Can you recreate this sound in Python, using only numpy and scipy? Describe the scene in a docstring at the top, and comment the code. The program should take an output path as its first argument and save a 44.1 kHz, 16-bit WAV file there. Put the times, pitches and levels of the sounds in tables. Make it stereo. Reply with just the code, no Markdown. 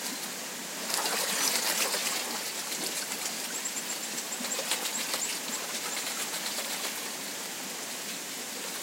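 """A pond, with ducks bathing at the far side. In four bouts their wings beat the water about eight times
a second: wet slaps and sharp smacks, with spray and gulps made of tiny ringing bubbles. Dipping bodies
slosh and big air pockets plop. A small bird calls a slowing row of thin rising chirps, other birds
whistle and hoot faintly, and behind it all the air hisses steadily in the trees."""
import sys
import numpy as np
from scipy.fft import rfft, irfft, next_fast_len
from scipy.io import wavfile
from scipy.ndimage import map_coordinates

SR = 44100
rng = np.random.default_rng(int(sys.argv[2]) if len(sys.argv) > 2 else 0)


def dump_mix(stems):
    """Bounce the given channels to the path in sys.argv[1] as a 16-bit WAV at rate SR."""
    frames = np.atleast_2d(stems).T  # one column per channel
    limited = np.clip(frames, -1, 1)  # hard clip at full scale
    pcm = np.round(limited * 32767).astype(np.int16)
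    wavfile.write(sys.argv[1], SR, pcm)


N = 388962

# Event levels are fader settings, ahead of each layer's own gain and echo.
# Stereo image of two close microphones: f/Hz, left-right likeness (clipped to +-0.99 in use)
LIKENESS = [(60, 4), (150, 1.2), (290, 1.02), (640, 0.5), (1400, -0.27), (3000, 0.06), (7000, 0)]
# Lean of the air and of the water: f/Hz, left minus right/dB
AIR_PAN = [(380, 1), (1300, 0.5), (2400, 2), (4400, 1.5), (8100, 2.5), (11000, -10), (15000, 0.5)]
WATER_PAN = [(200, -1), (700, 1), (1300, 4), (2400, 0), (4400, 7), (8100, 1.5), (15000, -1.5)]
# Bearing of the splashing duck: t/s, left delay/ms
DUCK_BEARING = [(0, 0.45), (3.4, 0.39), (3.9, 0.041), (5.2, 0.031), (8.8, 0.1)]
# Tone of the air, fine spray, underwater gulps, wing slaps, cracks and hollow claps: f/Hz, level/dB
AIR_EQ = [(30, -53), (95, -23), (140, -10.5), (200, 0.5), (340, -1.5), (500, 0), (950, -2), (1300, -4.5),
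          (1650, 1), (3100, -3), (4500, -4), (7300, 0), (10500, -11.5), (15500, -12)]
SPRAY_EQ = [(400, -45), (1200, -13.5), (2200, 0), (3300, -4), (4600, -1), (6000, -4), (7500, 0),
            (10000, -3), (15500, -6.5)]
GULP_EQ = [(80, -50), (190, -4), (330, -10.5), (470, -2.5), (650, -6), (880, -1), (1250, -2.5),
           (1900, -0.5), (3500, -37), (8000, -45)]
SLAP_EQ = [(100, -47), (300, -13), (650, -3.5), (1300, -7), (2100, 0.5), (2800, -6.5), (4200, 3),
           (5500, -17), (7500, 3), (15000, -16)]
CRACK_EQ = [(60, -40), (200, -22), (1000, -9), (3000, -4), (4600, 0), (6500, -1.5), (9000, 1), (15500, -13)]
CLAP_EQ = [(80, -45), (250, -1), (600, -12), (1200, 7), (2200, -19), (4500, -1), (9000, -32)]
# Held notes of other birds: t/s, length/s, f/Hz, level/dB
HELD_NOTES = [(0.66, 0.21, 612, -47), (1.384, 0.107, 5980, -31.5)]
# The small bird's call: t/s, length/s, first f/Hz, top f/Hz, closing droop/Hz, level/dB
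CHIRP_NOTES = [(3.539, .044, 7000, 7900, 150, -29), (3.645, 0.038, 7040, 7900, 80, -27),
               (3.761, 0.044, 6970, 7900, 350, -28), (3.884, .044, 7050, 7750, 280, -30),
               (4.02, 0.039, 6970, 7760, 0, -32), (4.172, 0.032, 7140, 8100, 0, -29),
               (4.313, .045, 6950, 8100, 0, -30), (4.499, .058, 6700, 8100, 0, -28.5),
               (4.695, .064, 6530, 8250, 0, -30), (4.926, 0.067, 6500, 8130, 0, -31.5),
               (5.206, .059, 6600, 8000, 0, -27), (5.515, 0.058, 6550, 8050, 0, -31),
               (5.903, .054, 6450, 7850, 0, -32.5)]
# Contour of every chirp: share of length, share of climb, level/dB
CHIRP_SHAPE = [(0, 0, -18), (0.12, 0.14, -10), (0.45, 0.6, -1), (0.6, 0.73, -5.5), (0.87, 0.95, -8.5),
               (1, 1, -24)]
# Big bubbles: t/s, f/Hz, level/dB
AIR_POCKETS = [(0.12, 259, -37), (0.982, 780, -25.5), (0.985, 524, -30), (0.987, 980, -29),
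               (1.039, 820, -30), (1.135, 470, -34), (1.644, 840, -32), (1.848, 460, -30), (1.94, 550, -32),
               (2.353, 793, -32), (2.797, 274, -35), (2.828, 430, -36), (3.024, 1470, -29.5),
               (3.503, 1444, -31), (4.402, 224, -32.5), (4.587, 509, -28), (5.488, 223, -33),
               (5.603, 1000, -36), (7.608, 240, -35.5), (8.641, 496, -36), (8.748, 880, -39)]
# Water closing over a dipping body: t/s, decay/s, f/Hz, level/dB
BODY_DIPS = [(0.993, 0.02, 745, -32.5), (1.061, 0.023, 260, -40), (1.14, 0.038, 750, -34.5),
             (1.855, .01, 620, -30.5), (2.83, 0.047, 360, -36.5), (2.891, 0.018, 270, -41),
             (4.594, 0.011, 615, -39), (4.83, 0.014, 700, -36), (5.144, 0.0072, 620, -29),
             (5.153, .008, 260, -37), (5.645, 0.0092, 720, -37), (6.851, 0.0084, 720, -35),
             (7.6, .01, 600, -40), (7.795, 0.0089, 800, -41)]
# A wing or bill landing flat: t/s, crack level/dB, clap level/dB, crack peak f/Hz, crack decay/s
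FLAT_HITS = [(0.065, -26, -42, 5500, .003), (0.902, -20, -36, 5700, .0015),
             (0.94, -11.5, -42, 4500, 0.0012), (0.974, -17, -44, 9600, 0.0013),
             (1.056, -20, -26, 4900, 0.0027), (1.129, -25, -34, 4400, .003),
             (1.188, -24, -36, 4600, 0.0018), (1.477, -15.5, -35, 5200, 0.0025),
             (1.5555, -15.5, -32, 4900, .0013), (1.683, -26, -32, 4500, .0015),
             (1.699, -21, -36, 5000, 0.0027), (1.807, -24, -40, 2330, 0.0027),
             (1.821, -25, -36, 3030, 0.0035), (1.938, -27, -23, 4580, 0.0044), (2.07, -20, -38, 3000, .003),
             (2.308, -27, -42, 4630, .004), (2.722, -28, -42, 6000, .004), (2.864, -16.5, -45, 4700, .0007),
             (2.87, -18, -40, 7860, .0007), (2.992, -26, -42, 8040, 0.0035), (3.12, -19, -34, 7000, .001),
             (3.256, -23, -35, 6500, .004), (3.4, -27, -45, 4700, .002), (4.178, -23, -50, 7400, .002),
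             (4.7145, -17, -28, 3500, .001), (5.137, -19.5, -23.5, 1380, .0018),
             (5.144, -28, -38, 1210, .002), (7.456, -28, -40, 4280, 0.0035), (8.641, -23, -39, 3000, .0005)]
# A wing cutting into the water: t/s, level/dB, decay/s
WING_CUTS = [(0.222, -37, 0.018), (0.94, -22, 0.0023), (1.28, -32, .025), (1.405, -23.5, .01),
             (1.5555, -22.5, .006), (1.586, -25, .01), (1.698, -21.5, .008), (1.804, -22, .008),
             (2.047, -27, .004), (2.07, -28, 0.011), (2.575, -30, .008), (2.715, -31, .014),
             (2.97, -33, 0.011), (3.12, -31, 0.01), (3.213, -31, .012), (3.254, -31, .008),
             (3.399, -37, 0.0066), (3.925, -30, .006), (4.442, -31, .025), (4.59, -36, 0.011),
             (4.712, -24, .01), (4.732, -25, .01), (4.851, -28, 0.012), (4.99, -34, 0.011),
             (5.008, -30, .01), (5.138, -29, .008), (5.158, -28, 0.0082), (5.48, -29, .008),
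             (5.553, -31, .009), (5.745, -31.5, 0.021), (5.856, -30, 0.013), (5.964, -28, .024),
             (6.065, -27.5, 0.019), (6.106, -32, .02), (6.197, -30.5, 0.036), (6.337, -29, .014),
             (6.358, -29, 0.014), (6.46, -26.5, 0.02), (6.582, -25.5, 0.018), (6.645, -27, .006),
             (6.701, -29, .028), (6.844, -32, 0.017), (7.456, -33, 0.0062), (7.785, -34, .01)]
# Bed of other ducks dabbling: t/s, spray level/dB, gulp level/dB
DABBLING = [(0, -41.5, -43), (0.3, -44, -43.5), (0.6, -47.5, -48), (1.2, -36, -36.5), (2.3, -43, -40),
            (2.5, -42.5, -47), (3.9, -41, -45.5), (5.5, -41, -46), (7.5, -42.5, -47.5), (8.3, -44, -51.5),
            (8.82, -41.5, -48.5)]
# Lone splashes and accents within a bout: t/s, spray level/dB, gulp level/dB, decay/s
PLUNGES = [(0.068, -34.5, -45, 0.055), (0.236, -39, -51, 0.022), (0.904, -35, -33, 0.022),
           (0.972, -33, -44, 0.02), (0.992, -43, -34, 0.024), (1.132, -37, -32, 0.035),
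           (1.37, -45, -40, 0.022), (1.453, -27.5, -48, 0.02), (1.675, -28, -31.5, 0.027),
           (1.822, -26, -45, 0.036), (2.16, -33, -44, 0.073), (2.355, -39, -36, 0.025),
           (2.728, -33, -51, 0.02), (3.257, -34, -35, 0.012), (4.178, -32, -54, 0.021),
           (4.726, -31, -39, 0.032), (5.55, -42, -43, 0.14), (6.98, -38, -52, 0.033),
           (7.056, -39, -43, 0.027), (8.1, -37.5, -52, 0.041), (8.41, -44, -56, 0.02),
           (8.525, -40, -53, 0.013), (8.65, -45, -41, 0.02), (8.68, -40, -49, 0.015),
           (8.76, -45, -40, 0.02)]
# Bouts of wing beats: first t/s, last t/s, beats, slowing (0-1), spray level/dB, gulp level/dB,
# spray ramp/dB, gulp ramp/dB (both first beat to last), mid-bout swell/dB, churn level/dB
WING_BOUTS = [(0.934, 2.065, 10, 0, -32, -39.5, 1.5, -3, 0.5, -36),
              (2.36, 3.402, 9, 0.12, -37.5, -46, 0, -5, 2, -44),
              (4.462, 5.309, 7, 0.13, -36.5, -48.5, 0, -14, 4, -43.5),
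              (5.753, 6.86, 10, 0.08, -37, -47, 5, 12, 2.5, -42.5)]


def amp(db):
    """Decibels to gain."""
    return 10 ** (np.asarray(db) / 20)


def unit(x):
    """x at rms 1."""
    return x / np.sqrt(np.mean(x ** 2) + 1e-20)


def along(points, hz):
    """(Hz, value) points read on a log axis."""
    f, v = np.transpose(points)
    return np.interp(np.log(hz + 1), np.log(f + 1), v)


def automation(rows):
    """One value per sample for each column after the time."""
    times, *columns = np.transpose(rows)
    return [np.interp(np.arange(N) / SR, times, column) for column in columns]


def wobble(rate):
    """A smooth random curve, rate knots a second."""
    knots = rng.standard_normal(int(N * rate / SR) + 4)
    coarse = np.arange(0, N, 32)
    return np.interp(np.arange(N), coarse, map_coordinates(knots, [coarse * rate / SR]))


def swell(u, rise=0.68):
    """Splash envelope peaking at u = 0; u and rise are counted in decay times."""
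    return np.exp(np.minimum(u / rise, -u))


def filtered(x, response):
    """x through a frequency response."""
    m = next_fast_len(N + 8192)
    return irfft(rfft(x, m) * response(np.fft.rfftfreq(m, 1 / SR)), m)[..., :N]


def low_cut(x):
    """Steep roll-off below 160 Hz."""
    return filtered(x, lambda hz: 1 - 1 / (1 + (hz / 160) ** 6))


def add(track, s, sound):
    """Mix a sound into a track from time s."""
    part = track[max(round(s * SR), 0):][:len(sound)]
    part += sound[:len(part)]


def direct(x, lag_ms):
    """The straight path, reaching the left microphone later."""
    late = np.arange(N) - np.round(lag_ms * SR / 1000).astype(int)
    return np.array([x[np.clip(late, 0, N - 1)], x])


def banks(x, t60, block=4096):
    """Scattered echoes off the banks; water and birds move, so each block gets a fresh tail."""
    pieces = np.pad(x, (0, -N % block)).reshape(-1, block)
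    t = np.arange(block) / SR
    tails = rng.standard_normal((2, len(pieces), block)) * amp(-60 * t / t60) * (1 - np.exp(-t / 0.0032))
    tails /= np.linalg.norm(tails, axis=-1, keepdims=True)
    echo = irfft(rfft(pieces, 2 * block) * rfft(tails, 2 * block))
    now, spill = echo[..., :block].reshape(2, -1), echo[..., block:].reshape(2, -1)
    return (now + np.pad(spill, ((0, 0), (block, 0)))[:, :-block])[:, :N]


def stereo_eq(pair, eq, pan):
    """Colour a pair, at rms 1; close microphones hear the bass alike, and each band leans to one side."""
    m = next_fast_len(N + 8192, True)
    hz = np.fft.rfftfreq(m, 1 / SR)
    left, right = rfft(pair.astype(np.float32), m)
    alike = np.clip(along(LIKENESS, hz), -.99, .99)
    mid, side = (left + right) * np.sqrt(1 + alike), (left - right) * np.sqrt(1 - alike)
    gain = amp(along(eq, hz) + np.outer([.5, -.5], along(pan, hz)))
    return unit(irfft(np.array([mid + side, mid - side]) * gain, m)[:, :N])


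def air():
    """The bed: steady hiss in the trees, with a low murmur that swells and sinks."""
    murmur_eq = [(100, -45), (180, -4.5), (235, 0), (320, -8), (600, -31), (3000, -70)]  # f/Hz, level/dB
    hiss = stereo_eq(rng.standard_normal((2, N)), AIR_EQ, AIR_PAN)
    murmur = stereo_eq(rng.standard_normal((2, N)), murmur_eq, AIR_PAN)
    return hiss * amp(-36 + 0.15 * wobble(3.13)) + murmur * amp(-54 + 3.8 * wobble(14))


def whistles(scoop=0.05, waver=0.0039, rough_db=1.5):
    """Far birds hold slightly rough notes that scoop up to pitch, blurred by echoes."""
    track, unsteady = np.zeros(N), wobble(100)
    for s, length, hz, db in HELD_NOTES:
        u = np.linspace(0, 1, int(length * SR))
        pitch = hz * (1 - scoop * np.exp(-u / 0.152) + waver * unsteady[:len(u)])
        arch = np.abs(np.sin(np.pi * u)) ** 0.53
        add(track, s, amp(db) * arch * np.sin(2 * np.pi * np.cumsum(pitch) / SR))
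    track *= amp(rough_db * wobble(300))
    return direct(track, lag_ms=0.19) + amp(-1) * banks(track, t60=0.12)


def chirps():
    """The small bird: each chirp glides up, peaks midway and may hook down; pitch and level quaver."""
    track = np.zeros(N)
    share, climb, shape_db = np.transpose(CHIRP_SHAPE)
    quaver_hz = 55 * wobble(350) + 35 * wobble(90)
    for s, length, first_hz, top_hz, droop_hz, db in CHIRP_NOTES:
        u = np.linspace(0, 1, int(length * SR))
        glide = first_hz + (top_hz - first_hz) * np.interp(u, share, climb) - droop_hz * u ** 4
        hz = glide + quaver_hz[int(s * SR):][:len(u)]
        envelope = amp(db + np.interp(u, share, shape_db))
        add(track, s, envelope * np.sin(2 * np.pi * np.cumsum(hz) / SR))
    track *= amp(2.6 * wobble(220))
    return amp([[2.5], [0]]) * (direct(track, lag_ms=.27) + amp(-2.5) * banks(track, t60=.13))


def plops(rise=0.058, flutter=0.71):
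    """Big air pockets ring briefly and unevenly, bending up as they near the surface."""
    t, track = np.arange(SR // 8) / SR, np.zeros(N)
    attack = (1 - np.exp(-t / 0.0013)) ** 2
    for s, hz, db in AIR_POCKETS:
        decay = 0.012 * (500 / hz) ** 0.28  # larger, lower bubbles ring longer
        phase = 2 * np.pi * np.cumsum(hz * (1 + rise * t / decay)) / SR
        add(track, s, amp(db + 1.5) * attack * np.exp(-t / decay) * np.sin(phase))
    track *= 1 + flutter * wobble(120)
    return low_cut(direct(track, lag_ms=0) + amp(-12) * banks(track, t60=0.17))


def sloshes(width_octaves=0.92):
    """A body dips and its cavity breaks into like-sized pockets that boom together: a hollow noise band."""
    t, track = np.arange(SR // 2) / SR, np.zeros(N)
    grid, middle = np.fft.rfftfreq(len(t), 1 / SR), t[-1] / 2
    for s, decay, hz, db in BODY_DIPS:
        band = np.exp(-(np.log2((grid + 1) / hz) / width_octaves) ** 2 / 2)
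        envelope = swell((t - middle) / decay)
        boom = irfft(rfft(rng.standard_normal(len(t))) * band, len(t)) * envelope
        add(track, s - middle, amp(db) * unit(boom) * np.sqrt(np.mean(envelope ** 2)))
    return low_cut(direct(track, lag_ms=0) + amp(-12) * banks(track, t60=0.064))


def smacks(peak_db=13.5, peak_octaves=0.33):
    """A wing or bill lands flat: a short crack with a bright peak at its own pitch, over a hollow clap."""
    t, hits = np.arange(SR // 20) / SR, np.zeros(N)
    grid = np.fft.rfftfreq(2 * len(t), 1 / SR)

    def burst(colour_db, decay_s):
        """Coloured noise that starts near rms 1 and dies away."""
        noise = irfft(rfft(rng.standard_normal(2 * len(t))) * amp(colour_db))[:len(t)]
        fade = np.exp(-t / decay_s)
        return unit(noise * fade) * np.sqrt(np.mean(fade ** 2))

    for s, crack_db, clap_db, hz, decay in FLAT_HITS:
        crack_peak_db = peak_db * np.exp(-(np.log2((grid + 1) / hz) / peak_octaves) ** 2)
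        crack = burst(along(CRACK_EQ, grid) + crack_peak_db, decay)
        clap = burst(along(CLAP_EQ, grid), decay_s=0.0031)
        add(hits, s, amp(crack_db) * crack + amp(clap_db) * clap)
    heard = direct(hits, automation(DUCK_BEARING)[0]) + amp(-6) * banks(hits, t60=0.09)
    # a small surface radiates little bass
    return amp([[2], [-2]]) * filtered(heard, lambda hz: hz ** 2 / (hz ** 2 + 300 ** 2))


def bubbles(count, samples, pitch_hz, spread, cycles, scatter_db):
    """A random cloud of bubbles, each bending up in pitch and falling by 1/e in about `cycles` turns."""
    start = rng.integers(0, N, (count, 1))
    hz = np.clip(pitch_hz * np.exp(spread * rng.standard_normal((count, 1))), 150, SR / 3)
    strength = amp(scatter_db * np.minimum(rng.exponential(size=(count, 1)), 4))
    turns = hz * np.arange(samples) / SR
    age = turns / cycles
    bend = 1 + 0.027 * np.minimum(age, 4)
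    ring = strength * np.sqrt(hz) * np.exp(-age) * np.sin(2 * np.pi * turns * bend)
    return np.bincount((start + np.arange(samples)).ravel(), ring.ravel(), N)[:N]


def water(cloud, eq, wash_db, direct_db):
    """Wet texture: bubbles heard straight and off the banks, over a noise wash of countless tinier ones."""
    cloud = unit(cloud)
    straight = amp(direct_db) * direct(cloud, automation(DUCK_BEARING)[0])
    wash = amp(wash_db) * rng.standard_normal((2, N))
    return stereo_eq(straight + banks(cloud, t60=0.065) + wash, eq, WATER_PAN)


def slaps(attack_s=0.001):
    """A wing cuts in and tears the surface into coarse drops: a sudden, dull, wet burst."""
    t, power = np.arange(SR // 5) / SR, np.zeros(N)
    for s, db, decay in WING_CUTS:
        add(power, s, (amp(db) * (1 - np.exp(-t / attack_s)) * np.exp(-t / decay)) ** 2)
    drops = bubbles(count=14000, samples=96, pitch_hz=2600, spread=.65, cycles=1.3, scatter_db=2.5)
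    return np.sqrt(power) * water(drops, SLAP_EQ, wash_db=-1, direct_db=-2.5)


def churn(rise_s=0.2, settle_s=0.32):
    """Power of the stirred water: it builds into each bout and settles after the last beat."""
    t, power = np.arange(N) / SR, np.zeros(N)
    for first, last, *_, churn_db in WING_BOUTS:
        build = 1 - np.exp(-np.maximum(t - first + rise_s, 0) / rise_s)
        settle = np.exp(-np.maximum(t - last, 0) / settle_s)
        power += (amp(churn_db) * build * settle) ** 2
    return power


def wing_beats(decay_s=0.046):
    """One splash cue per beat, laid out like PLUNGES; a bout swells midway and may drag towards its end."""
    for first, last, count, slowing, spray_db, gulp_db, spray_ramp, gulp_ramp, swell_db, _ in WING_BOUTS:
        for u in np.linspace(0, 1, round(count)):
            s = first + (last - first) * (u - slowing * u * (1 - u))
            effort_db = swell_db * np.sin(np.pi * u)
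            yield (s, spray_db + effort_db + spray_ramp * (u - .5),
                   gulp_db + effort_db + gulp_ramp * (u - .5), decay_s)


def splashing():
    """Each beat or plunge throws up spray and drives gulps of air under, over churn and dabbling."""
    t, stirred = np.arange(N) / SR, churn()
    dabble_spray_db, dabble_gulp_db = automation(DABBLING)
    spray_power = stirred * amp(2.1 * wobble(32)) ** 2 + amp(dabble_spray_db + 1.7 * wobble(40)) ** 2
    gulp_power = (stirred * amp(-3.5) ** 2 + amp(dabble_gulp_db) ** 2) * amp(1.2 * wobble(24)) ** 2
    for s, spray_db, gulp_db, decay in [*wing_beats(), *PLUNGES]:
        span = slice(max(int((s - .3) * SR), 0), int((s + .4) * SR))
        envelope = swell((t[span] - s) / decay)
        spray_power[span] += (amp(spray_db) * envelope) ** 2
        gulp_power[span] += (amp(gulp_db) * envelope) ** 2
    mist = bubbles(count=12000, samples=48, pitch_hz=6110, spread=0.6, cycles=1.8, scatter_db=4)
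    drops = bubbles(count=700, samples=96, pitch_hz=7000, spread=0.507, cycles=1.9, scatter_db=3)
    runoff = bubbles(count=3600, samples=256, pitch_hz=2900, spread=0.45, cycles=4.5, scatter_db=1.5)
    pockets = bubbles(count=3200, samples=500, pitch_hz=1050, spread=.58, cycles=2.3, scatter_db=2)
    # fine mist on top, heavy drops and the trickle off the feathers tucked under it
    droplets = unit(mist) + amp(-4.5) * unit(drops) + amp(-10.5) * unit(runoff)
    spray = amp(2.5) * np.sqrt(spray_power) * water(droplets, SPRAY_EQ, wash_db=-2.5, direct_db=-6)
    gulp = np.sqrt(gulp_power) * water(pockets, GULP_EQ, wash_db=6.5, direct_db=-5)
    return spray + gulp


def scene():
    """The mix: bathing ducks, birds and air."""
    return splashing() + slaps() + smacks() + sloshes() + plops() + chirps() + whistles() + air()


def record(dry, top_hz=15900):
    """A brick-wall high cut on the whole mix."""
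    return filtered(dry, lambda hz: hz < top_hz)


dry = scene()
out = record(dry)
dump_mix(out)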